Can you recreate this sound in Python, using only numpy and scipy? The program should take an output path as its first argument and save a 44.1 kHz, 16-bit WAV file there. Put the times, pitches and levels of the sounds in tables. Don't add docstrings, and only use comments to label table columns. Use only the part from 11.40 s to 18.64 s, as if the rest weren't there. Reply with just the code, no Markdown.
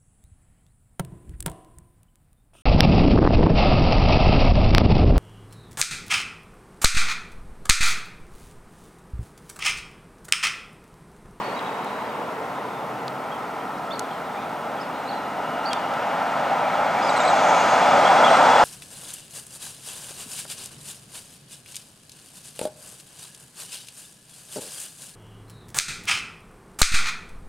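import sys
import numpy as np
from scipy import signal
from scipy.fft import rfft, irfft
from scipy.io import wavfile

SR = 44100
rng = np.random.default_rng(int(sys.argv[2]) if len(sys.argv) > 2 else 0)


def to_wav(sig):
    pcm = np.clip(np.atleast_2d(sig), -1, 1) * 32767
    pcm = np.round(pcm).astype(np.int16)
    wavfile.write(sys.argv[1], SR, pcm.T)


N = 319284
TIME = np.arange(N) / SR
FREQ = np.maximum(np.arange(N // 2 + 1) * SR / N, 1)


# freq_hz, level_db
TRUCK_ROAR_SPECTRUM = [(50, -65), (140, -27), (380, -18.5), (490, -11), (590, -3.5), (800, -0.5),
                       (980, -4.5), (1120, -11), (1310, -5.5), (1480, -10), (1650, -15.5), (1900, -15.5),
                       (2300, -19), (2650, -23), (3400, -27), (4500, -34.5), (9000, -50), (15000, -54)]
# freq_hz, level_db
TREAD_SPECTRUM = [(100, -40), (600, -28), (1500, -20), (2250, -1), (2650, 3.5), (4200, 1.5), (5500, 0.5),
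                  (6700, -2.5), (8200, -6), (10000, -17), (15000, -45)]

def truck(near_db, roar_db=-11.5, tread_db=-32.5, far_traffic_db=-57.5, clears_bend_s=5.6):
    tilt = -1.18 - 0.0726 * near_db
    roar = tyres(TRUCK_ROAR_SPECTRUM, roar_db + near_db, tilt, sway_db=-0.14, flutter_db=0.5,
                 scatter_db=-2.5)
    screen_db = -5 * (1 - rise(clears_bend_s, 0.11))
    hiss_db = together(tread_db + near_db + screen_db, far_traffic_db)
    hiss = tyres(TREAD_SPECTRUM, hiss_db, tilt=0.2, sway_db=0, flutter_db=0.5, scatter_db=-1)
    return pan(roar, db=0.5) + pan(hiss, db=-2.1)


# freq_hz, level_db
CONVOY_SPECTRUM = [(60, -52), (150, -7), (330, -8), (450, 1.5), (520, -2.5), (690, -2.5), (860, -1.5),
                   (1020, 1), (1220, -6.5), (1330, -10.5), (1560, -12.5), (2100, -13.5), (3600, -26.5),
                   (5000, -36), (9000, -43), (15000, -66)]

def convoy(start_m=44.4, speed_m_s=14.2, start_db=-30, near_tilt=1.5, far_tilt=-6, trees_m=34):
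    gone_m = speed_m_s * TIME
    level_db = start_db - 20 * np.log10(1 + gone_m / start_m)
    tilt = far_tilt + (near_tilt - far_tilt) * np.exp(-gone_m / trees_m)
    return tyres(CONVOY_SPECTRUM, level_db, tilt, sway_db=-0.2, flutter_db=0.36, scatter_db=10.5)


def tyres(colour, level_db, tilt, sway_db, flutter_db, scatter_db):
    spectrum = rfft(coloured(rng.standard_normal((2, N)), colour))
    octave = np.clip(np.log2(FREQ / 800), -3, 4)
    noise = 0
    for k in range(-3, 5):
        band = irfft(spectrum * np.maximum(1 - abs(octave - k), 0), N)
        band_db = tilt * max(k, 0) + sway_db * walk(0.87) + flutter_db * walk(35)
        noise = noise + band * undb(band_db)
    direct, diffuse = noise * undb(level_db)
    return arrive(direct, diffuse * undb(scatter_db))


# pitch_hz, width_hz, nearest_db, share_of_approach
TRUCK_RESONANCES = [(818, 137, -28.5, 0.72), (1285, 190, -34.5, 0.51), (2800, 150, -39.5, 1.1),
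                    (3400, 210, -36.5, 1.56)]
# pitch_hz, width_hz, peak_s, half_length_s, level_db
BEND_RESONANCES = [(890, 170, 0.47, .4, -40), (1314, 130, 2.22, 0.62, -40.5),
                   (1360, 170, 4.45, 0.48, -38.5), (2860, 230, 4.3, 0.63, -49), (2270, 310, 6.1, 0.82, -37),
                   (6520, 880, 6.15, .42, -43)]

def resonances(near_db):
    growing = sum(ring(hz, width) * undb(db + share * near_db)
                  for hz, width, db, share in TRUCK_RESONANCES)
    passing = sum(ring(hz, width) * undb(db) * swell(peak_s, half_s)
                  for hz, width, peak_s, half_s, db in BEND_RESONANCES)
    return arrive(*(growing + passing))


def ring(hz, width_hz, waver_db=2.2):
    peak = np.exp(-2 * ((FREQ - hz) / width_hz) ** 2)
    return unit(shape(rng.standard_normal((2, N)), peak)) * undb(waver_db * walk(20))


# freq_hz, level_db
EXHAUST_SPECTRUM = [(20, -48), (40, -35), (58, -18.5), (78, -13.5), (100, -8), (130, -6.5), (175, 0),
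                    (210, -0.5), (260, 3.5), (300, 0), (350, -5), (500, -27), (900, -37), (3000, -70)]

def diesels(near_db, far_db=-43, truck_db=-32.5, firing_hz=86, throb=0.25, hum_hz=39.5, hum_db=-76):
    level_db = together(far_db, truck_db + 0.72 * near_db)
    firing_phase = phase_of(firing_hz * (1 + 0.0184 * walk(3.2)))
    puffs = rng.standard_normal((2, N)) * (1 + throb * np.cos(firing_phase))
    rumble = coloured(puffs, EXHAUST_SPECTRUM) * undb(level_db)
    hum = unit(np.sin(2 * np.pi * hum_hz * TIME)) * undb(hum_db)
    return arrive(*rumble) + hum


def hauler(low_hz=120, high_hz=137.4, rev_s=1.55, half_length_s=0.445, cruise_db=-60, pull_db=10.5):
    hz = low_hz + (high_hz - low_hz) * rise(rev_s, half_length_s)
    level_db = cruise_db + pull_db * swell(rev_s, half_length_s)
    phase = phase_of(hz * (1 + 0.01 * walk(10)))
    note = unit(np.sin(phase) + 0.14 * np.sin(2 * phase))
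    return note * undb(level_db + 2 * walk(12))


# start_s, length_s, pitch_hz, droop_share, fall_share, level_db
BIRD_CHIRPS = [ (.02, 0.1, 4440, .02, 0.074, -51), (.125, 0.036, 4600, 0.033, -0.03, -50),
               (.16, .035, 3850, 0, .03, -43), (.227, 0.054, 3860, 0.012, .03, -47),
               (.3, .36, 3860, 0, -.06, -56), (.64, 0.084, 4780, .03, 0, -59),
               (1.3, .12, 3600, .03, 0.054, -53), (1.915, .04, 3280, .07, .06, -44.5),
               (2.508, 0.019, 3600, 0.0093, -.12, -36), (2.521, 0.029, 4480, .16, 0.22, -39),
               (2.553, 0.017, 4420, .03, .21, -46), (2.71, .05, 3180, 0.0054, .05, -50),
               (2.965, 0.047, 2470, .06, -.08, -43), (3.37, .034, 3320, .05, .1, -46),
               (3.4, .036, 5080, .12, 0, -46.5), (3.676, 0.044, 4380, 0.12, 0, -43),
               (3.73, .018, 4480, .02, .11, -48), (4.247, 0.049, 4660, 0.14, -.19, -36),
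               (4.309, 0.033, 3230, 0, .05, -38), (4.34, 0.051, 3560, .04, 0.019, -43),
               (5.625, 0.075, 4980, 0.024, 0.038, -41), (5.684, 0.016, 4500, 0, 0.26, -32),
               (5.879, 0.018, 4150, 0, 0.31, -33.5), (6.638, 0.061, 3300, .1, 0, -32),
               (6.839, 0.053, 3400, .09, 0.096, -28)]
# start_s, length_s, pitch_hz, level_db
BIRD_PIPS = [(5.695, .017, 3860, -35), (5.764, .015, 3990, -30), (5.803, 0.023, 3720, -36),
             (5.85, 0.063, 3940, -36), (6.905, .016, 4080, -32), (6.936, 0.012, 3970, -31),
             (6.958, .015, 4100, -37)]

def near_birds(pip_fall=0.0186, echo_db=-5.5, echo_t60_s=0.59):
    pips = [(start_s, length_s, hz, 0, pip_fall, db) for start_s, length_s, hz, db in BIRD_PIPS]
    song = whistles(BIRD_CHIRPS) + whistles(pips, octave_db=-5)
    return pan(song, db=-5.5) + undb(echo_db) * scatter(song, echo_t60_s)


def whistles(notes, octave_db=-25, waver=0.01, flicker_db=3.5):
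    song = np.zeros(N)
    wobble = 1 + waver * walk(140)
    flicker = undb(flicker_db * walk(120))
    for start_s, length_s, pitch_hz, droop, fall, db in notes:
        span = slice(int(start_s * SR), int((start_s + length_s) * SR))
        u = np.linspace(-1, 1, len(song[span]))
        hz = pitch_hz * (1 - droop * u ** 2 - fall * u * abs(u) / 2)
        phase = phase_of(hz * wobble[span])
        envelope = (1 - u ** 2) ** 0.21 * flicker[span]
        song[span] += undb(db) * envelope * (np.sin(phase) + undb(octave_db) * np.sin(2 * phase))
    return song


# start_s, peak_db, low_hz, high_hz, decay_s
CLOSE_TICKS = [ (.1922, -26, 2900, 4150, .001), (.4455, -36, 4200, 11000, .001),
               (1.6808, -20, 1550, 4700, 0.00054), (2.5938, -16.5, 3400, 9600, .0015),
               (4.3317, -12.5, 1600, 6150, 0.001), (4.538, -31, 1900, 6000, 0.0011)]

def ticks(rebound_s=0.00132, rebound_db=-6, echo_db=-24, echo_t60_s=0.092):
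    snaps, t = np.zeros(N), TIME[:SR // 20]
    for start_s, peak_db, low_hz, high_hz, decay_s in CLOSE_TICKS:
        rebound = (t > rebound_s) * np.exp(-abs(t - rebound_s) / decay_s)
        envelope = np.exp(-t / decay_s) + undb(rebound_db) * rebound
        band = signal.butter(2, [low_hz, high_hz], "band", fs=SR, output="sos")
        snap = signal.sosfilt(band, rng.choice([-1, 1], len(t)) * envelope)
        start = int(start_s * SR)
        snaps[start:start + len(t)] += undb(peak_db) * snap / abs(snap).max()
    return snaps + undb(echo_db) * scatter(snaps, echo_t60_s)


def far_birds(count=48, length_s=0.06, pitch_hz=3570, droop=0.075, level_db=-54.5, echo_t60_s=0.55):
    notes = []
    for when, stretch, pitch, glide, strength in rng.uniform(-1, 1, (count, 5)):
        start_s = TIME[-1] * (when + 1) / 2
        hz = pitch_hz * 2 ** (0.28 * pitch)
        notes.append((start_s, length_s * 2 ** stretch, hz, droop, droop * glide, level_db + 3 * strength))
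    song = whistles(notes)
    return (song + scatter(song, echo_t60_s)) / np.sqrt(2)


def scatter(x, t60_s):
    tail = rng.standard_normal((2, SR)) * undb(-60 * TIME[:SR] / t60_s)
    return signal.fftconvolve(x[None], unit(tail) / np.sqrt(SR))[:, :N]


# freq_hz, lead_rad
LEFT_LEAD = [(60, 0.15), (200, 0.16), (600, 0.46), (1200, 0.35), (2400, 0.37), (3400, 0.45), (6200, .03),
             (15000, 0)]
# freq_hz, side_db
TREE_SCATTER = [(60, -24), (300, -50), (700, -39), (1400, -12.5), (2500, -17.5), (5000, -11), (8000, -15),
                (11000, -49)]

def arrive(direct, diffuse):
    lead = np.exp(0.5j * across(LEFT_LEAD))
    side = shape(diffuse, undb(across(TREE_SCATTER)))
    return np.array([shape(direct, lead) + side, shape(direct, lead.conj()) - side])


def pan(x, db):
    return x * undb(np.array([[db], [-db]]) / 2)


def undb(db):
    return 10 ** (np.asarray(db) / 20)


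def together(first_db, second_db):
    return 20 * np.log10(np.hypot(undb(first_db), undb(second_db)))


def unit(x):
    return x / np.sqrt(np.mean(x ** 2))


def across(points):
    hz, value = np.transpose(points)
    return np.interp(np.log(FREQ), np.log(hz), value)


def shape(x, gain):
    return irfft(rfft(x) * gain, N)


def coloured(noise, spectrum):
    return unit(shape(noise, undb(across(spectrum))))


def phase_of(hz):
    return 2 * np.pi * np.cumsum(hz) / SR


def walk(rate_hz):
    return unit(shape(rng.standard_normal(N), np.exp(-(FREQ / rate_hz) ** 2)))


def swell(centre_s, half_length_s):
    return np.exp(-((TIME - centre_s) / half_length_s) ** 2)


def rise(centre_s, half_length_s):
    return (1 + np.tanh((TIME - centre_s) / half_length_s)) / 2


# time_s, level_db
TRUCK_APPROACH = [(0, -24.5), (1.9, -22.5), (3.8, -19), (4.6, -13.5), (5.5, -10), (6.05, -5.5), (7.24, -1)]

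def scene():
    near_db = np.interp(TIME, *np.transpose(TRUCK_APPROACH))
    road = truck(near_db) + convoy() + resonances(near_db) + diesels(near_db) + hauler()
    return road + near_birds() + ticks() + far_birds()


# freq_hz, level_db
SELF_NOISE_SPECTRUM = [(1000, -5.5), (5000, -7), (9000, 5.5), (15000, 2)]

def record(dry, hiss_db=-57, whine_hz=7790, whine_db=-71, top_hz=15800):
    hiss = undb(hiss_db) * coloured(rng.standard_normal(N), SELF_NOISE_SPECTRUM)
    whine_gain = undb(whine_db + 2 * walk(20))
    whine = whine_gain * np.sin(2 * np.pi * whine_hz * TIME + 2 * walk(20))
    top_cut = 1 / np.sqrt(1 + (FREQ / top_hz) ** 600)
    return shape(dry + hiss + whine, top_cut)


dry = scene()
out = record(dry)
to_wav(out)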